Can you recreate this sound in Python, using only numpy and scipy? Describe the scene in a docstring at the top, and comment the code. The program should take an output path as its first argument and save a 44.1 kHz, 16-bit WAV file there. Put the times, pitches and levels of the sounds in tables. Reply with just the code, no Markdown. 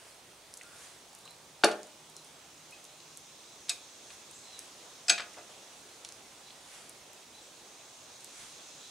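"""A home workshop in an open shed, where a steel bench vise is cranked close by.
The sliding handle bar clinks and the jaws knock: each blow is a puff of noise plus the ringing of the steel.
Small parts tick as tiny puffs of noise; thin squeaks and a passing low hum are fluttering sine waves.
Behind them, shaped noise makes the wash of the shed, a drone of insects outside and brushes of a sleeve or hand."""
import sys
import numpy as np
from scipy import signal
from scipy.fft import rfft, irfft
from scipy.io import wavfile
from scipy.ndimage import uniform_filter1d

SR = 44100
rng = np.random.default_rng(int(sys.argv[2]) if len(sys.argv) > 2 else 0)


def dump(signal):
    """Clip the signal to [-1, 1] and save it as 16-bit WAV at the path in sys.argv[1]."""
    limited = np.clip(np.atleast_2d(signal).T, -1, 1)
    pcm = np.round(limited * 32767).astype(np.int16)
    wavfile.write(sys.argv[1], SR, pcm)


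N = 392490  # length of the scene in samples


def gain_of(db):
    """Turns decibels into a factor for the wave."""
    return 10 ** (np.asarray(db) / 20)


def evened(x):
    """Scales a signal to an average strength (rms) of 1."""
    return x / np.sqrt(np.mean(x ** 2) + 1e-20)


def unit(gain):
    """Scales a spectrum so that its noise has rms 1."""
    return gain / np.sqrt(np.sum(gain ** 2))


def read_curve(points, hz):
    """Reads a table between its points, on a log-frequency axis."""
    f, value = np.transpose(points)
    return np.interp(np.log(hz + 1), np.log(f + 1), value)


def bell_db(hz, centre_hz, octaves):
    """A rounded hump on a log-frequency axis, 0 dB at its centre."""
    return -6 * (np.log2((hz + 1) / centre_hz) / max(octaves, .1)) ** 2


def add(mix, start_s, sound):
    """Adds a sound to the mix at a given time."""
    part = mix[round(start_s * SR):][:len(sound)]
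    part += sound[:len(part)]


# Spectrum of the shed wash: (frequency [Hz], level per Hz [dB])
WASH_SPECTRUM = [(35, -38), (65, -12), (141, -5), (190, -7), (350, -2), (460, -2.5), (650, -2), (900, -3),
                 (1750, -9), (2160, -8), (2600, -8), (3500, -7.5), (6500, -10.5), (10000, -12),
                 (15500, -21)]
# Loudness of the wash: (time [s], level [dB])
WASH_LEVEL = [(0, -57.5), (4, -57), (4.8, -55), (5.6, -55.5), (8, -56.5), (8.9, -55.5)]
DEEP_SWELL_DB, DEEP_SWELL_S = 6, 1.3  # extra rumble around 90 Hz at the start, and how fast it settles


def shed_wash(hz, t):
    """Broad noise of the open shed; the lowest rumble starts stronger and settles."""
    level = gain_of(np.interp(t, *np.transpose(WASH_LEVEL)))
    rumble_db = DEEP_SWELL_DB * np.exp(-t / DEEP_SWELL_S) * gain_of(bell_db(hz, 90, 0.64))
    return unit(gain_of(read_curve(WASH_SPECTRUM, hz))) * level * gain_of(rumble_db)


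# Bands of insect song: (centre [Hz], width [Hz], level [dB])
DRONE_BANDS = [(2630, 410, -5.5), (3440, 570, -2), (4020, 660, -2), (5700, 1900, -2.5), (6470, 810, 0.5),
               (7700, 1860, -5.5)]
# Loudness of the drone: (time [s], level [dB])
DRONE_LEVEL = [(0, -79), (.6, -69), (1.9, -64.5), (2.4, -62), (4, -57), (4.4, -58), (5.4, -59), (6.8, -64),
               (8.4, -55.5), (8.9, -55)]


def insect_drone(hz, t):
    """Many insects together blur into a few steady bands of noise that slowly change in loudness."""
    power = sum(gain_of(db) ** 2 * np.exp(-(2 * (hz - f) / width) ** 2) for f, width, db in DRONE_BANDS)
    return unit(np.sqrt(power)) * gain_of(np.interp(t, *np.transpose(DRONE_LEVEL)))


# Brushes of sleeve or hand: (time of the peak [s], peak level [dB], swell [s], fade [s])
BRUSHES = [(.08, -57.5, .2, 0.16), (.84, -51.5, .16, 0.13), (2.28, -61, .06, 0.046),
           (4.12, -54.5, 0.04, 0.054), (4.63, -57.5, 0.12, .13), (5.72, -61, .03, 0.47),
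           (6.75, -52.5, 0.12, 0.15), (8.41, -51.5, 0.11, 0.15)]
# Spectrum of a brush: (frequency [Hz], level per Hz [dB])
BRUSH_SPECTRUM = [(500, -1), (1500, 8), (2500, 5.5), (5000, 4), (8000, 6), (11000, 6), (15000, -11)]
BRUSH_ENDS_DB = -10.5  # change in level one swell before and one fade after the peak


def brushing(hz, t):
    """Rubbing makes soft noise that swells and fades with each stroke."""
    strokes = np.zeros(len(t))
    for peak_s, db, swell, fade in BRUSHES:
        away = np.maximum((peak_s - t) / swell, (t - peak_s) / fade)
        strokes += gain_of(db + BRUSH_ENDS_DB * away)
    return unit(gain_of(read_curve(BRUSH_SPECTRUM, hz))) * uniform_filter1d(strokes, size=5)


def background(hz, t):
    """Wash, drone and brushes add as powers; slow random patches make them uneven."""
    power = shed_wash(hz, t) ** 2 + insect_drone(hz, t) ** 2 + brushing(hz, t) ** 2
    patches = rng.standard_normal((len(t), len(hz))).T
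    patches = uniform_filter1d(patches, size=10, axis=0)
    patches = evened(uniform_filter1d(patches, size=14, axis=1))
    return np.sqrt(power) * gain_of(1.13 * patches)


# Likeness of left and right background noise: (frequency [Hz], likeness [0 to 1])
AIR_LIKENESS = [(60, 1), (150, 0.99), (380, 0.95), (950, 0.62), (2380, 0.58), (5980, 0.49), (15000, 1)]
# Balance of the background: (frequency [Hz], left over right [dB])
AIR_BALANCE = [(60, -0.5), (180, 0), (550, -2.0), (1650, -3), (4970, -2), (15000, 1.5)]


def air():
    """Shapes random noise, frequency by frequency and moment by moment, into the two-channel background."""
    frames, hz = N // 256 + 5, np.fft.rfftfreq(1024, 1 / SR)[:, None]
    t = np.arange(frames) * 256 / SR
    a, b, c, d = rng.standard_normal((frames, 513, 4)).T
    same = np.clip(read_curve(AIR_LIKENESS, hz), -1, 1)
    left, other = a + 1j * b, c + 1j * d
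    pair = np.array([left, same * left + np.sqrt(1 - same ** 2) * other])
    lean = gain_of(read_curve(AIR_BALANCE, hz) / 2)
    shaped = pair * np.array([lean, 1 / lean]) * background(hz, t)
    return signal.istft(shaped, nperseg=1024, noverlap=768)[1][:, :N] * np.sqrt(1.5)


# Dying away of echoes: (frequency [Hz], time to fall 60 dB [s])
ECHO_DECAY = [(150, 0.54), (500, 0.36), (1500, 0.33), (4000, 0.23), (8000, 0.18), (14000, 0.32)]
# Likeness of left and right echoes: (frequency [Hz], likeness [0 to 1])
ECHO_LIKENESS = [(200, 0.99), (500, 0.93), (1000, 0.58), (2000, 0.63), (5000, 0.39), (12000, 1)]


def shed_echoes(x):
    """Sparse echoes of random sign, each frequency band dying at its own speed."""
    taps = np.zeros((2, SR // 2))
    at = np.arange(120, 22020, 20) + rng.integers(0, 20, (2, 1095))
    np.put_along_axis(taps, at, rng.choice([-1., 1.], at.shape), 1)
    hz, t, (a, b) = signal.stft(taps, SR, nperseg=256)
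    same = np.clip(read_curve(ECHO_LIKENESS, hz), 0, 1)[:, None]  # close microphone ports hear the same bass
    pair = np.array([a, same * a + np.sqrt(1 - same ** 2) * b])
    fade = gain_of(-60 * t / read_curve(ECHO_DECAY, hz)[:, None])
    tail = signal.istft(pair * fade, SR, nperseg=256)[1]
    return signal.oaconvolve(x[None], tail / np.linalg.norm(tail[0]), axes=1)[:, :N]


def tone(times, db, hz, flutter, size):
    """A sine along a curve of level and pitch, its strength fluttering at random, faded at both ends."""
    t = np.arange(times[0], times[-1], 1 / SR)
    shake = 1 + flutter * evened(uniform_filter1d(rng.standard_normal(len(t)), size=size))
    wave = np.sqrt(2) * np.sin(2 * np.pi * np.cumsum(np.interp(t, times, hz)) / SR)
    return gain_of(np.interp(t, times, db)) * shake * wave * signal.windows.tukey(len(t), .15)


HUM_S = (1.1, 2.8, 3.5)  # start, peak and end
HUM_HZ, HUM_RISE_HZ = 154.5, 2.13  # first pitch, and total rise
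HUM_DB, HUM_ENDS_DB = -77.5, -5  # level at the peak, and change at both ends


def low_hum():
    """A faint low tone passes once, rising a little in pitch."""
    out = np.zeros(N)
    level = HUM_DB + HUM_ENDS_DB * np.array([1, 0, 1])
    hz = HUM_HZ + HUM_RISE_HZ * np.array([0, .5, 1])
    add(out, HUM_S[0], tone(HUM_S, level, hz, flutter=0.3, size=9000))
    return out


# Thin squeaks: (start [s], length [s], share of it before the peak [0 to 1], peak level [dB],
# first pitch [Hz], last pitch [Hz], flutter speed [Hz])
SQUEAKS = [(0.619, .19, 0.69, -65.5, 1387, 1430, 500), (1.233, 0.094, .36, -60, 3550, 4060, 220),
           (2.151, 0.068, 0.35, -61, 4110, 4060, 220), (2.723, 0.033, .25, -58, 2520, 2550, 220),
           (3.47, 0.079, .3, -62, 3950, 4010, 220), (4.32, .16, .3, -65.5, 6900, 7700, 1500),
           (4.43, 0.14, 0.66, -63, 4110, 4080, 220), (4.527, 0.077, .25, -59, 3970, 3930, 221),
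           (6.431, .1, .25, -62, 4040, 3990, 220), (7.34, 0.096, 0.43, -62.5, 3950, 4000, 220),
           (7.41, .09, 0.41, -70, 7650, 7830, 1500), (8.805, 0.099, .35, -61.5, 3720, 3920, 700)]
SQUEAK_START_DB, SQUEAK_END_DB = -3.5, -9  # relative to the peak
FLUTTER_DEPTH, FLUTTER_HZ = 0.79, 220.  # depth of flutter at this speed


def squeaks():
    """Thin tones swell, glide until the peak, then hold their pitch and fade."""
    out = np.zeros(N)
    for start_s, length, top, db, first_hz, last_hz, flutter_hz in SQUEAKS:
        times = start_s + length * np.array([0, np.clip(top, 0, 1), 1])
        level = [db + SQUEAK_START_DB, db, db + SQUEAK_END_DB]
        # faster flutter is also deeper, turning a peep into a rasp
        depth = FLUTTER_DEPTH * np.sqrt(flutter_hz / FLUTTER_HZ)
        hz = [first_hz, last_hz, last_hz]
        add(out, start_s, tone(times, level, hz, flutter=depth, size=int(SR / flutter_hz)))
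    return out


def crack(centre_hz, octaves, t60, rise_s, size):
    """A dying puff of noise coloured around a centre, peak near 1."""
    spectrum = rfft(rng.standard_normal(size))
    colour = gain_of(bell_db(np.fft.rfftfreq(size, 1 / SR), centre_hz, octaves))
    noise = irfft(spectrum * colour, size)
    t = np.arange(size) / SR
    return evened(noise) / 2 * gain_of(-60 * t / max(t60, .002)) * np.minimum(t / rise_s, 1)


# Small ticks: (time [s], peak level [dB], centre [Hz])
TICKS = [(.509, -42, 4900), (0.5392, -26.5, 7900), (.572, -28, 10000), (0.575, -29.5, 9500),
         (0.612, -35.5, 2280), (.618, -39, 6500), (0.6333, -33, 7500), (1.15, -27, 11000),
         (1.1875, -37, 11000), (1.209, -41, 8000), (1.254, -37, 7500), (1.258, -44, 1070),
         (1.277, -39, 3300), (1.3083, -32, 11500), (1.8315, -34, 6420), (1.8702, -37, 8000),
         (2.099, -32.5, 11600), (2.166, -27.5, 7800), (2.2464, -36, 11000), (2.7092, -35, 9500),
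         (2.8425, -33, 10500), (2.851, -33.5, 5900), (3.0031, -38.5, 3600), (3.173, -27, 10500),
         (4.3117, -31, 11300), (4.5917, -23.5, 8550), (5.3359, -37, 7960), (5.342, -42, 2000),
         (6.0486, -24, 5470), (6.051, -33, 3570), (6.089, -29, 6400), (6.123, -30, 7900),
         (6.485, -38, 2980), (6.505, -38, 3500), (6.8948, -27, 9400), (7.132, -32, 11000),
         (8.2063, -39, 9000), (8.245, -27.5, 8400)]
TICK_T60, TICK_OCTAVES = 0.0081, 0.71  # time to fall 60 dB [s], and spread of the spectrum
PING_HZ = 5100  # ticks pitched below this ring longer and narrower
FAINT_PER_S, FAINT_DB, FAINT_HZ = 1.5, -44, (7000, 12000)  # fainter ticks fall at random


def ticks():
    """Small parts settle with tiny dry cracks."""
    out = np.zeros(N)
    when, pitch = rng.random((round(FAINT_PER_S * N / SR), 2)).T
    low, high = FAINT_HZ
    faint = [(a * N / SR, FAINT_DB, low * (high / low) ** b) for a, b in zip(when, pitch)]
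    for start_s, db, centre_hz in TICKS + faint:
        ping = max(PING_HZ / centre_hz, 1)
        puff = crack(centre_hz, TICK_OCTAVES / ping, TICK_T60 * ping, rise_s=0.00035, size=4096)
        add(out, start_s, gain_of(db) * puff)
    return out


# Shakes of the microphone's mount by the bench: (time [s], peak level [dB], length [s])
JOLTS = [(1.637, -42, 0.0044), (5.09, -55, 0.0031)]


def jolts():
    """Two heavy blows each push the microphone's mount once, as a short smooth bump."""
    out = np.zeros(N)
    for start_s, db, length in JOLTS:
        add(out, start_s, gain_of(db) * signal.windows.hann(round(length * SR)))
    return out


def ring(modes, blow_db, centre_hz, octaves, length, rough):
    """The ringing tones of one body, weighted by the spectrum of the blow; loose parts make each waver."""
    phase = rng.random(len(modes)) * 2 * np.pi
    knots = rng.standard_normal((len(modes), 2, 150)) * rough
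    out = np.zeros(SR // 3)
    for (hz, db, t60), p, (a, b) in zip(modes, phase, knots):
        start_db = blow_db + db + bell_db(hz, centre_hz, octaves)
        audible_samples = (start_db + 85) / 60 * t60 * SR  # until it dies away
        t = np.arange(int(np.clip(audible_samples, 0, len(out)))) / SR
        depth = min(hz / 1500, 1, 0.15 / t60)  # low or long rings are steadier
        waver = np.interp(t, np.arange(len(a)) * .0023, 1 + (a + 1j * b) * depth)
        rise = 1 - np.exp(-t / (0.087 * length))  # the ring builds while the parts touch
        wave = (waver * np.exp(1j * (2 * np.pi * hz * t + p))).imag
        add(out, 0, gain_of(start_db - 60 * t / t60) * rise * wave)
    return out


# Ringing tones of the handle bar: (frequency [Hz], level [dB], time to fall 60 dB [s])
HANDLE_MODES = [(675, -6, 0.14), (1432, -10.5, .14), (1666, -8, 0.14), (2023, -12, 0.11), (2383, -13, 0.17),
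                (2525, -6.5, 0.14), (2900, -27, 0.047), (3330, -22, 0.13), (3730, -20, 0.066),
                (4380, -5, 0.061), (4635, -2.5, 0.056), (5180, 7, 0.03), (6120, -14, .07),
                (6020, -11, 0.053), (6430, -3, 0.091), (7370, -5, .05), (7890, 3, 0.06), (8533, -19, .06),
                (9650, -26, .06)]
# Ringing tones of the vise: (frequency [Hz], level [dB], time to fall 60 dB [s])
VISE_MODES = [(208.2, -11, 0.34), (273, -13, 0.25), (330.6, -8.5, 0.24), (378, -7.5, 0.15),
              (440.4, -8, 0.31), (499, -2.5, 0.12), (566, -10, 0.11), (613, -11.5, 0.52), (676, 0.5, 0.11),
              (838, -9, 0.22), (1092, -15.5, 0.23), (1189, -4.5, 0.099), (1260, -7.5, 0.11),
              (1474, -11, 0.059), (1650, -4, 0.084), (1780, -19, 0.4), (1990, -17, 0.072), (2150, -19, .1),
              (2440, -43, 0.1), (3657, 1, 0.045), (4290, -13, 0.068), (4380, -2.5, 0.039),
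              (4630, -2.5, 0.061), (5370, -6, 0.06), (6140, -22.5, 0.046), (6940, -13, .06),
              (8160, -21, 0.1), (9590, 1, 0.034), (11030, -13, .1)]
# Ringing tones of the yoke: (frequency [Hz], level [dB], time to fall 60 dB [s])
YOKE_MODES = [(706, 2, 0.12), (1180, -13, 0.093), (2330, -21, 0.046), (2480, -15, 0.11), (2550, -14, 0.066),
              (3160, -32, 0.098), (3777, -4, 0.029), (4110, -15, 0.077), (4260, -10.5, 0.036),
              (4920, -29, 0.05), (5180, -14, 0.047), (6000, -12.5, 0.035), (6638, -17.5, 0.12),
              (7660, -21, 0.031), (7820, -6.5, 0.044), (9000, -14, 0.05), (10050, -9, 0.026)]
# Contacts: (time [s], body struck, ring level [dB], crack level [dB], centre of the blow [Hz], contact [s])
BLOWS = [(1.636, "vise", -21, -11, 1830, 0.0079), (1.6394, "vise", -21, -12, 566, 0.0088),
         (1.6432, "vise", -29, -12, 5600, 0.0061), (1.66, "vise", -41, -27, 1510, 0.0049),
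         (1.681, "vise", -56, -25, 1200, 0.011), (1.71, "vise", -51, -30, 3460, 0.015),
         (3.683, "yoke", -54, -33, 3000, 0.018), (3.6941, "yoke", -25.5, -15, 5800, 0.0044),
         (3.698, "yoke", -24.5, -25, 3780, 0.0029), (3.714, "yoke", -42, -38, 4000, .0054),
         (4.103, "yoke", -49, -42, 2400, .0066), (5.0822, "handle", -32.5, -25, 3800, 0.013),
         (5.0957, "handle", -25, -23, 5850, .0031), (5.098, "handle", -26.5, -10.5, 4000, 0.0063),
         (5.102, "vise", -45, -39, 280, 0.021), (5.177, "vise", -43, -26, 2520, 0.014),
         (5.195, "vise", -41.5, -27, 1620, 0.011), (5.204, "handle", -45.5, -29, 1890, 0.0032),
         (5.218, "vise", -58, -34, 2320, 0.0083), (5.367, "vise", -54, -41.5, 880, 0.022),
         (5.383, "handle", -50, -50, 795, .0059), (5.493, "vise", -57, -55, 700, 0.0069)]
# Change in ring level of each body, by body struck: (handle [dB], vise [dB], yoke [dB])
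PASSED_ON = {"handle": (0, -11, 0.5), "vise": (-29, 0, -15.5), "yoke": (-17, -24, 0)}
# Spread of the tones a blow wakes, by body struck: [octaves]
RING_OCTAVES = {"handle": 1.75, "vise": 1.25, "yoke": 1.17}
BLOW_OCTAVES = 1.05  # spread of a crack's spectrum around its centre


def blows():
    """Each contact gives a crack that grows with its length, rings the body struck and shakes its neighbours."""
    out = np.zeros(N)
    for start_s, body, ring_db, crack_db, centre_hz, length in BLOWS:
        for modes, db in zip((HANDLE_MODES, VISE_MODES, YOKE_MODES), PASSED_ON[body]):
            ringing = ring(modes, ring_db + db, centre_hz, RING_OCTAVES[body], length, rough=1.0)
            add(out, start_s, ringing)
        rise_s = 25 * length ** 2  # long contacts start softly
        puff = crack(centre_hz, BLOW_OCTAVES, 4.9 * length, rise_s, size=8192)
        add(out, start_s, gain_of(crack_db) * puff)
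    # the bench radiates little deep bass
    return signal.sosfilt(signal.butter(2, 220, "high", fs=SR, output="sos"), out)


def scene():
    """Blows sit a little left, small sounds a little right, with echoes and background around them."""
    hits = blows()
    small = ticks() + squeaks() + low_hum()
    near = hits * gain_of([[.6], [-.6]]) + small * gain_of([[-.4], [.4]]) + jolts()
    return near + shed_echoes(gain_of(-7.0) * (hits + small)) + air()


# Microphone colour: (frequency [Hz], level [dB])
MIC_COLOUR = [(9500, 1.5), (11000, -5.5), (13000, -10), (16000, -29)]
SELF_NOISE_DB, EDGE_HZ = -68, 15800  # amplifier hiss, and upper band limit


def record(dry):
    """Microphone colour, amplifier hiss that is nearly alike on both sides, then the band limit."""
    hz = np.linspace(0, SR / 2, 129)
    colour = signal.firwin2(255, hz, gain_of(read_curve(MIC_COLOUR, hz)), fs=SR)
    coloured = signal.oaconvolve(dry, colour[None], "same")
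    amplifier = evened(rng.standard_normal(N) + 0.059 * rng.standard_normal((2, N)))
    noisy = coloured + gain_of(SELF_NOISE_DB) * amplifier
    band_limit = signal.firwin(511, EDGE_HZ, window=("kaiser", 9), fs=SR)
    return signal.oaconvolve(noisy, band_limit[None], "same")


dry = scene()
out = record(dry)
dump(out)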